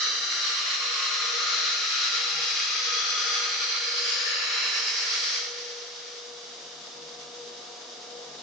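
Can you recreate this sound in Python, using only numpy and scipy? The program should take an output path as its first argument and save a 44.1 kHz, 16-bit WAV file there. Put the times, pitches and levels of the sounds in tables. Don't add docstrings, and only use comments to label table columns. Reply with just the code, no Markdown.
import sys
import numpy as np
from scipy import signal
from scipy.fft import rfft, irfft, next_fast_len
from scipy.io import wavfile
from scipy.ndimage import map_coordinates

SR = 44100
rng = np.random.default_rng(int(sys.argv[2]) if len(sys.argv) > 2 else 0)


def persist_wave(psi):
    counts = np.round(np.clip(psi, -1, 1) * 32767).astype(np.int16)
    wavfile.write(sys.argv[1], SR, np.atleast_2d(counts).T)


N = 371615
TIME, SIZE = np.arange(N) / SR, next_fast_len(N, True)
MOTOR_HZ, ROLLER_HZ, BELT_HZ = 50, 80, 12.5
STROKE_S, LIFT_S = 5.5, 6.2
PLACE = np.minimum(TIME / STROKE_S, 1)
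LOADED = np.interp(TIME, [5.3, 5.6], [1, 0])


def amp(db):
    return 10 ** (np.asarray(db) / 20)


def evened(x):
    return x / np.sqrt(np.mean(x ** 2) + 1e-20)


def curves(rows):
    s, *columns = np.transpose(rows)
    return [np.interp(TIME, s, c) for c in columns]


def read(points):
    hz, value = np.transpose(points)
    return np.interp(np.log(np.fft.rfftfreq(SIZE, 1 / SR) + 1), np.log(hz), value)


def coloured(x, points):
    return evened(irfft(rfft(x, SIZE) * amp(read(points)), SIZE)[..., :N])


def passing(s, length):
    return np.exp(-.5 * ((TIME - s) / length) ** 2)


def wander(rate_hz):
    coarse = rng.standard_normal(4096)
    rolloff = 1 + (np.arange(2049) * SR / N / rate_hz) ** 4
    coarse = irfft(rfft(coarse) / rolloff)
    return evened(np.interp(TIME, np.linspace(0, N / SR, len(coarse)), coarse))


# (frequency [Hz], likeness [0-1])
STEREO_LIKENESS = [(25, 0.25), (70, 0.1), (150, 0.6), (270, 0.6), (500, 0.45), (1200, 0.52), (2400, 0.21),
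                   (5000, 0.27), (10000, 0.19)]


def spread(pair):
    a, b = rfft(pair, SIZE)
    same = np.clip(read(STEREO_LIKENESS), 0, 1)
    mid, side = a * np.sqrt((1 + same) / 2), b * np.sqrt((1 - same) / 2)
    return irfft(np.array([mid + side, mid - side]), SIZE)[:, :N]


def noise():
    return spread(rng.standard_normal((2, N)))


def revolving(hz):
    surface = rng.standard_normal((2, round(SR / hz)))
    return spread(surface[:, np.arange(N) % surface.shape[1]])


def ring(x, hz, width):
    pole = np.exp((2j * hz - width) * np.pi / SR)
    poles = np.poly([pole, pole.conjugate()] * 2).real
    return evened(signal.lfilter([1, 0, -1], poles, np.diff(x, prepend=0)))


def gliding(x, hz, width):
    turn = np.exp(2j * np.pi * np.cumsum(hz) / SR)
    r = np.exp(-np.pi * abs(width) / SR)
    smoothed = signal.lfilter([1], np.poly([r, r]), x * turn.conj())
    return evened((turn * smoothed).real)


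def tone(hz, drift, apart=0.74):
    phase = 2 * np.pi * (hz * TIME + rng.random()) + drift * wander(6.5)
    return np.sqrt(2) * np.sin(np.array([phase + apart / 2, phase - apart / 2]))


# (time [s], level before trim [dB])
RUMBLE_LEVEL = [(0, -70), (.9, -75.5), (1.6, -72.5), (2.3, -76.5), (3.45, -68), (4, -73.5), (5.3, -72),
                (5.7, -74), (6.8, -63), (8.43, -61.5)]
# (frequency [Hz], relative density [dB per Hz])
FRAME_COLOUR = [(20, -26.5), (50, -24.5), (115, -20), (170, -4), (250, -3), (340, 3.5), (450, -5),
                (800, -17), (2000, -53.5)]


def rumble(trim_db=2):
    shaking = noise() + 0.63 * revolving(MOTOR_HZ)
    return amp(curves(RUMBLE_LEVEL)[0] + trim_db) * coloured(shaking, FRAME_COLOUR)


# (time [s], level before trim [dB])
RUSH_LEVEL = [(0, -55), (.9, -56), (1.55, -54.5), (2, -58), (2.6, -58.5), (3.1, -54), (3.6, -57),
              (3.9, -61.5), (4.65, -53), (6.1, -58), (7.4, -56), (8.43, -52.5)]
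# (frequency [Hz], relative density [dB per Hz])
ROLLERS_COLOUR = [(20, -15.5), (70, -24.5), (150, -24), (260, -15), (350, -8.5), (450, 5.5), (560, 2),
                  (780, 1), (950, -5), (1250, -6.5), (2500, -55)]


def rush(trim_db=2.5):
    rolling = noise() + 0.2 * revolving(MOTOR_HZ)
    return amp(curves(RUSH_LEVEL)[0] + trim_db) * coloured(rolling, ROLLERS_COLOUR)


# (pitch [Hz], level before wavering and load [dB])
LESSER_TONES = [(200, -85.5), (240, -73), (250, -75), (390, -78), (700, -69.5), (960, -69.5), (1200, -72),
                (1300, -82)]


def lesser_tones(damped_db=-4):
    lines = sum(amp(db + 2.4 * wander(7.8)) * tone(hz, 0.35) for hz, db in LESSER_TONES)
    follow = evened(amp(curves(RUMBLE_LEVEL)[0]))
    return follow * amp(damped_db * LOADED) * lines


# (time [s], level before trim and swell [dB])
WHINE_LEVEL = [(0, -67), (5.9, -69.5), (6.4, -60.5), (7.3, -54.5), (8.43, -51.5)]


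def whine(trim_db=-4):
    crest_s, period_s, swell_db = 7.22, .465, 2.5
    swell = swell_db * np.cos(2 * np.pi * (TIME - crest_s) / period_s)
    level_db = curves(WHINE_LEVEL)[0] + trim_db + swell + wander(11)
    return amp(level_db) * tone(9 * ROLLER_HZ, 0.64, apart=0.79)


# (time [s], level before load [dB])
DRONE_LEVEL = [(0.0, -64), (0.02, -61.5), (0.77, -65.5), (0.84, -51.5), (1.15, -57), (1.38, -43),
               (1.45, -51), (2.09, -63), (2.2, -48.5), (2.35, -56), (2.39, -48), (2.74, -65), (2.81, -53),
               (2.93, -47), (3.07, -55.5), (3.38, -44), (3.66, -54), (4.03, -43), (4.29, -50.5),
               (5.33, -56.5), (5.51, -45), (5.8, -45), (5.96, -53), (6.34, -46.5), (6.41, -52), (6.76, -54),
               (6.88, -64), (6.99, -49), (7.3, -51.5), (7.42, -44.5), (7.63, -53), (8.03, -56),
               (8.17, -44.5), (8.43, -57.5)]
# (pitch [Hz], pole width [Hz], relative level [dB])
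RATTLE_MODES = [(465, 34, -1.5), (505, 41, -3.5), (545, 32, -8.5)]


def drone(shaking):
    level_db = curves(DRONE_LEVEL)[0]
    rattle_db = -30 + 0.65 * level_db + 8.3 * LOADED
    modes = sum(amp(db) * ring(shaking, hz, width) for hz, width, db in RATTLE_MODES)
    load_db = LOADED * (1.8 * wander(22) - 3.2)
    line = amp(level_db + load_db) * tone(6 * ROLLER_HZ, 0.3, apart=0.35)
    return line + amp(rattle_db) * modes


# (time [s], half length [s], pitch [Hz], pole width [Hz], level [dB])
SHUDDER_EVENTS = [(0.2, 0.25, 335, 90, -62.5), (1.65, 0.16, 655, 90, -57.5), (2.3, 0.16, 323, 80, -66),
                  (2.38, 0.14, 813, 70, -54), (2.55, 0.15, 915, 70, -57), (2.95, 0.2, 770, 120, -60),
                  (3.4, 0.1, 793, 110, -53.5), (4.3, 0.11, 535, 70, -51.5), (5.05, 0.27, 335, 90, -66)]


def shudders(shaking):
    return sum(amp(db) * passing(s, length) * ring(shaking, hz, width)
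               for s, length, hz, width, db in SHUDDER_EVENTS)


# (time [s], half length [s], level [dB])
REST_EVENTS = [(2.35, 0.16, -56.5), (3.55, 0.31, -58.5), (4.75, 0.18, -61)]


def rest_singing():
    swells = sum(amp(db) * passing(s, length) for s, length, db in REST_EVENTS)
    return swells * tone(10 * ROLLER_HZ, 0.45)


# (time [s], level before trim [dB])
HUM_LEVEL = [(0, -90), (2.15, -80.5), (2.35, -56), (2.58, -60), (2.8, -72.5), (3.4, -68), (4.0, -74),
             (6.2, -71), (7.2, -59), (7.9, -71), (8.3, -59)]


def motor_hum(shaking, hum_db=-8, buzz_db=-8):
    line = amp(hum_db) * tone(3 * MOTOR_HZ, .3, apart=0.46)
    buzz = amp(buzz_db) * ring(shaking, 155, 14)
    return amp(curves(HUM_LEVEL)[0]) * (line + buzz)


def machine():
    shaking = noise()
    running = rumble() + rush() + drone(shaking) + whine() + lesser_tones()
    humming = motor_hum(shaking) + shudders(shaking) + rest_singing()
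    return running * amp([[1.5], [-1.5]]) + humming * amp([[.5], [-.5]])


# (frequency [Hz], relative density [dB per Hz])
SWISH_COLOUR = [(300, -28), (700, -18.5), (1200, -8.5), (2050, -12), (2290, -9.5), (2420, -13), (2700, -11),
                (2930, -6), (3080, -8.5), (3700, -2), (4250, -7.5), (4950, -2.5), (5250, -6), (5750, -4.5),
                (6050, -7.5), (6600, -8.5), (7200, -15), (7950, -25), (9100, -31), (9900, -49.5)]


def belt(swish_db=-43.0, fade_db_per_s=0.48, flutter_db=0.67):
    level_db = swish_db - fade_db_per_s * np.maximum(TIME - LIFT_S, 0)
    rubbing = noise() + 0.052 * revolving(MOTOR_HZ)
    return amp(level_db + flutter_db * wander(25)) * coloured(rubbing, SWISH_COLOUR)


def grit(repeat=0.19, lap=0.14):
    grains_per_s, grain_size_db = 30000, 0.6
    size = amp(grain_size_db * np.minimum(rng.exponential(1, (2, N)), 5))
    size = size * rng.choice([-1, 1], (2, N))
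    ticks = evened(size * (rng.random((2, N)) < grains_per_s / SR))
    return spread(ticks) + repeat * revolving(MOTOR_HZ) + lap * revolving(BELT_HZ)


CHATTER_MULTIPLES = [15, 25, 31, 50, 56, 69, 70, 75, 94]
CHATTER_LEVELS = [-22.5, -30, -27.5, -37, -30, -35, -25, -30.5, -32]
CHATTER_RISES = [-9, 2.5, -4.5, 2, 2, 0, 0.5, 0, -0.5]


def roller_chatter():
    return sum(amp(db + rise_db * (PLACE - .5) + 2 * wander(8.1)) * tone(k * ROLLER_HZ, 0.45, apart=1.0)
               for k, db, rise_db in zip(CHATTER_MULTIPLES, CHATTER_LEVELS, CHATTER_RISES))


# (time [s], delay [ms], signed share of the direct sound)
PLATEN_ECHO = [(0.1, 0.64, 0.33), (0.5, 0.67, 0.15), (0.9, 0.59, -0.1), (1.5, 0.63, 0.13),
               (2.2, 0.68, -0.11), (2.8, 0.71, -0.11), (3.2, 0.63, 0.34), (3.65, 0.59, -0.31),
               (4.15, 0.5, -0.38), (4.55, 0.55, -0.12), (4.9, 0.49, -0.058), (5.3, 0.2, 0.15)]


def near_echoes(x):
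    ms, share = curves(PLATEN_ECHO)
    at = np.arange(N) - ms * SR / 1000
    echo = np.array([map_coordinates(side, [at], order=3) for side in x])
    return (x + share * echo) / np.sqrt(1 + share ** 2)


def flexing(blows, hz, db, width=88, drift=1.24):
    most_share, onset_db, span_db = 0.74, -22, 9
    share = most_share * np.clip((db - onset_db) / span_db, 0, 1)
    ears = np.array([0.66 * wander(14) for _ in range(2)])
    phase = 2 * np.pi * np.cumsum(hz) / SR + drift * wander(22) + ears
    struck = np.sqrt(1 - share ** 2) * gliding(blows, hz, width)
    return amp(db) * (struck + share * np.sqrt(2) * np.sin(phase))


# (time [s], lower pitch [Hz], its level [dB], upper pitch [Hz], its level [dB])
FLEX_RINGS = [(0.0, 1260, -15, 1376, -21), (0.5, 1231, -22.5, 1380, -15.5), (0.8, 1230, -15.5, 1401.0, -20),
              (1.15, 1236, -11, 1415, -16), (1.5, 1252, -12.5, 1390, -12.5), (1.8, 1283, -12.5, 1408, -17),
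              (2.15, 1300, -14, 1395, -12), (2.45, 1263, -19, 1376, -14), (2.7, 1258, -11.5, 1391.0, -22),
              (3.0, 1263, -8, 1394, -15.5), (3.4, 1242.0, -11, 1420, -14), (3.7, 1270, -16, 1393, -14.5),
              (4.0, 1273, -26, 1387, -17.5), (4.4, 1257, -17.5, 1392, -15.5), (4.8, 1262, -25, 1378, -22.5),
              (5.4, 1253, -19, 1405, -18.5)]
# (time [s], half length [s], pitch [Hz], pole width [Hz], level against the contact [dB])
SPOT_RINGS = [(0.453, 0.35, 1193, 60, -19.5), (0.99, 0.31, 1092, 57, -15), (1.3, 0.2, 1136, 49.7, -17.5),
              (1.65, 0.2, 4200, 330, -14.5), (2.45, 0.2, 5200, 280, -11), (3.1, 0.17, 3326, 190, -14.5),
              (3.35, 0.2, 1610, 140, -19), (3.88, 0.14, 4130, 220, -12), (4.282, 0.08, 1760, 200, -15),
              (4.4, 0.09, 4760, 380, -14), (4.58, 0.18, 4016, 140, -13), (4.8, 0.5, 1032, 90, -25.5),
              (4.83, 0.14, 5330, 240, -11), (5.22, 0.25, 7700, 900, -27)]
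# (pitch at mid-stroke [Hz], pole width [Hz], level at mid-stroke against the contact [dB],
#  place of an antinode [0-1 is on the blade], antinode spacing [same scale], gain heel to tip [dB],
#  pitch gain heel to tip [Hz], depth of the dip at a node [0-1])
BLADE_MODES = [(1705, 216, -17, 0.37, 0.42, 12, 186, 0.4), (2249, 200, -14.5, 0.73, 1, 6.5, -32.5, 0.58),
               (2515, 160, -13.5, 0.487, 0.78, 7, 40, 0.98),
               (2816, 244, -12, 0.102, 0.334, 2.5, -116.0, 0.56),
               (3170, 110, -18.5, 0.03, 0.77, -7, 76.5, 1), (3297, 360, -9, 0.515, 0.67, 9.5, -44.5, 0.84),
               (3623, 202.0, -17, 0.32, 0.5, -1.09, 48.5, 1),
               (3960, 220, -6.5, -0.034, 0.43, -7.5, 38.5, 0.53),
               (4176, 108, -9, 0.254, 0.44, -6.5, -3, 0.38), (4426, 220, -15, 0.53, 0.51, -0.5, -24.5, 0.4),
               (4857, 170, -8, 0.13, 0.54, -2, 22.5, 0.55), (4913, 170, -12.5, 0.703, 0.24, 8, 40, 0.8),
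               (5231.0, 240, -13, 0.036, 0.73, 12, 110, 0.7), (5685, 170, -15, 0.98, 0.87, 4, 17.5, 0.7),
               (5900, 330, -9, 0.074, 0.5, 4.5, -66, 1.0),
               (6650, 289.0, -20.5, 0.265, 0.26, 10.5, -62.5, 0.6)]


def singing(blows):
    lower_hz, lower_db, upper_hz, upper_db = curves(FLEX_RINGS)
    out = flexing(blows, lower_hz, lower_db) + flexing(blows, upper_hz, upper_db)
    for s, length, hz, width, db in SPOT_RINGS:
        out += amp(db) * passing(s, length) * ring(blows, hz, width)
    for hz, width, db, antinode, spacing, rise_db, drift_hz, depth in BLADE_MODES:
        swing = 1 - np.clip(depth, 0, 1) * np.sin(np.pi * (PLACE - antinode) / spacing) ** 2
        mode = gliding(blows, hz + drift_hz * (PLACE - .5), width)
        out += amp(db + rise_db * (PLACE - .5)) * swing * mode
    out += amp(-22 + 3 * wander(6.8)) * tone(4990, 0.9)
    return signal.sosfilt(signal.butter(4, 750, "highpass", fs=SR, output="sos"), out)


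# (time [s], half length [s], pitch [Hz], width [Hz], depth [0-1])
NODE_DIPS = [(0.07, 0.14, 7147.0, 890, 0.4), (0.07, 0.47, 2570, 421.0, 0.73), (0.08, 0.34, 3380, 336, 0.9),
             (0.09, 0.23, 4460, 363.0, 0.5), (0.14, 0.16, 5230, 450, 0.8), (0.762, 0.35, 6100, 646.0, 0.74),
             (1.03, 0.58, 4790, 670.0, 0.77), (3.018, 0.41, 3120, 172.0, 0.5), (3.62, 0.2, 5250, 635, 0.8),
             (3.763, 0.16, 6660, 670, 0.5), (3.87, 0.25, 2740, 384.0, 0.46), (4.54, 0.17, 6100, 728.0, 0.9),
             (4.62, 0.16, 4630, 576.0, 0.6), (4.718, 0.29, 3570, 411.0, 0.67), (0.798, 0.76, 903, 200, 1),
             (1.5, 0.22, 7860, 900, 0.6), (2.9, 0.2, 7700, 1200, 0.5), (4.482, 0.14, 8100, 1000, 0.6)]


def hollowed(x):
    for s, length, hz, width, depth in NODE_DIPS:
        band = signal.lfilter(*signal.iirpeak(hz, hz / width, fs=SR), x)
        x = x - np.clip(depth, 0, 1) * np.exp(-.5 * abs((TIME - s) / length) ** 3) * band
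    return x


def release():
    ease_s, ease_length_s, ease_db = 5.373, 0.16, -11
    brush_db_per_s, lift_length_s = -13, 0.076
    eased = np.clip((TIME - ease_s) / ease_length_s, 0, 1)
    brushing_s = np.maximum(TIME - ease_s - ease_length_s, 0)
    lifted = np.clip(1 - (TIME - LIFT_S) / lift_length_s, 0, 1)
    return amp(ease_db * eased + brush_db_per_s * brushing_s) * lifted


# (rate [Hz], depth [dB rms])
BLADE_BOUNCE = [(8.8, 0.4), (34.5, 0.25)]


def contact_unevenness():
    belt_db, hand_db, wheel_db = 0.16, 0.24, 0.3
    sway_db, sway_crest_s, sway_period_s = 0.65, 0.033, 0.51
    level_db = belt_db * wander(35) + hand_db * wander(13.0)
    level_db += wheel_db * np.sin(2 * np.pi * MOTOR_HZ * TIME)
    level_db += sway_db * np.cos(2 * np.pi * (TIME - sway_crest_s) / sway_period_s)
    return level_db + sum(db * tone(hz, 1.04)[0] for hz, db in BLADE_BOUNCE)


# (time [s], contact level [dB], edge fizz against the contact before trim [dB])
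CONTACT_PRESSURE = [(0.0, -26.5, -31.0), (0.04, -24.5, -48), (0.17, -26.5, -41.4), (0.5, -25, -35),
                    (0.63, -26.5, -32), (0.71, -24.5, -33), (0.78, -26, -34), (0.87, -25.5, -38),
                    (1.2, -25.5, -35), (1.57, -25, -38.0), (1.87, -26, -33), (2.16, -26.5, -37.0),
                    (2.55, -28, -32), (2.9, -26.5, -43), (3.15, -28.5, -36), (3.35, -25.5, -29.4),
                    (3.58, -29, -39), (3.63, -26.5, -42), (3.67, -29, -42), (3.74, -26, -41),
                    (3.8, -28, -45), (4.04, -28, -32), (4.08, -26.5, -31), (4.12, -28, -29),
                    (4.4, -26.5, -35), (4.75, -25.5, -34), (5.05, -27.5, -39), (5.38, -27.5, -33)]
# (time [s], left minus right [dB])
CONTACT_PAN = [(0.0, 0), (0.8, 0.3), (1.4, 1.5), (3.3, 1), (3.9, -.6), (4.2, 2), (4.7, -1.0), (5.6, 0.5)]
# (frequency [Hz], relative density [dB per Hz])
SCRAPE_COLOUR = [(250, -42.5), (650, -35), (900, -23), (1150, -9), (1550, -8), (1900, -3.5), (2600, -5),
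                 (3500, -4.5), (4300, 0.6), (5100, -2.5), (5800, 0.5), (6400, -10.5), (7200, -13),
                 (7900, -31), (9000, -36.5), (9900, -57)]


def grinding(scrape_db=-1.98, fizz_db=-6):
    (pressure_db, bite_db), (pan_db,) = curves(CONTACT_PRESSURE), curves(CONTACT_PAN)
    chatter, strikes = roller_chatter(), grit()
    scrape = amp(scrape_db) * coloured(strikes + chatter, SCRAPE_COLOUR)
    fizz = amp(bite_db + fizz_db) * ring(strikes, 8660, 850)
    steel = hollowed(near_echoes(scrape) + singing(grit() + 0.94 * chatter) + fizz)
    lean_db = np.array([pan_db, -pan_db]) / 2
    return steel * release() * amp(pressure_db + contact_unevenness() + lean_db)


def scene():
    return machine() + belt() + grinding()


def record(dry):
    edge_hz = 10050
    lowpass = signal.firwin(511, edge_hz, window=("kaiser", 9), fs=SR)
    return signal.oaconvolve(dry, lowpass[None], "same")


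dry = scene()
out = record(dry)
persist_wave(out)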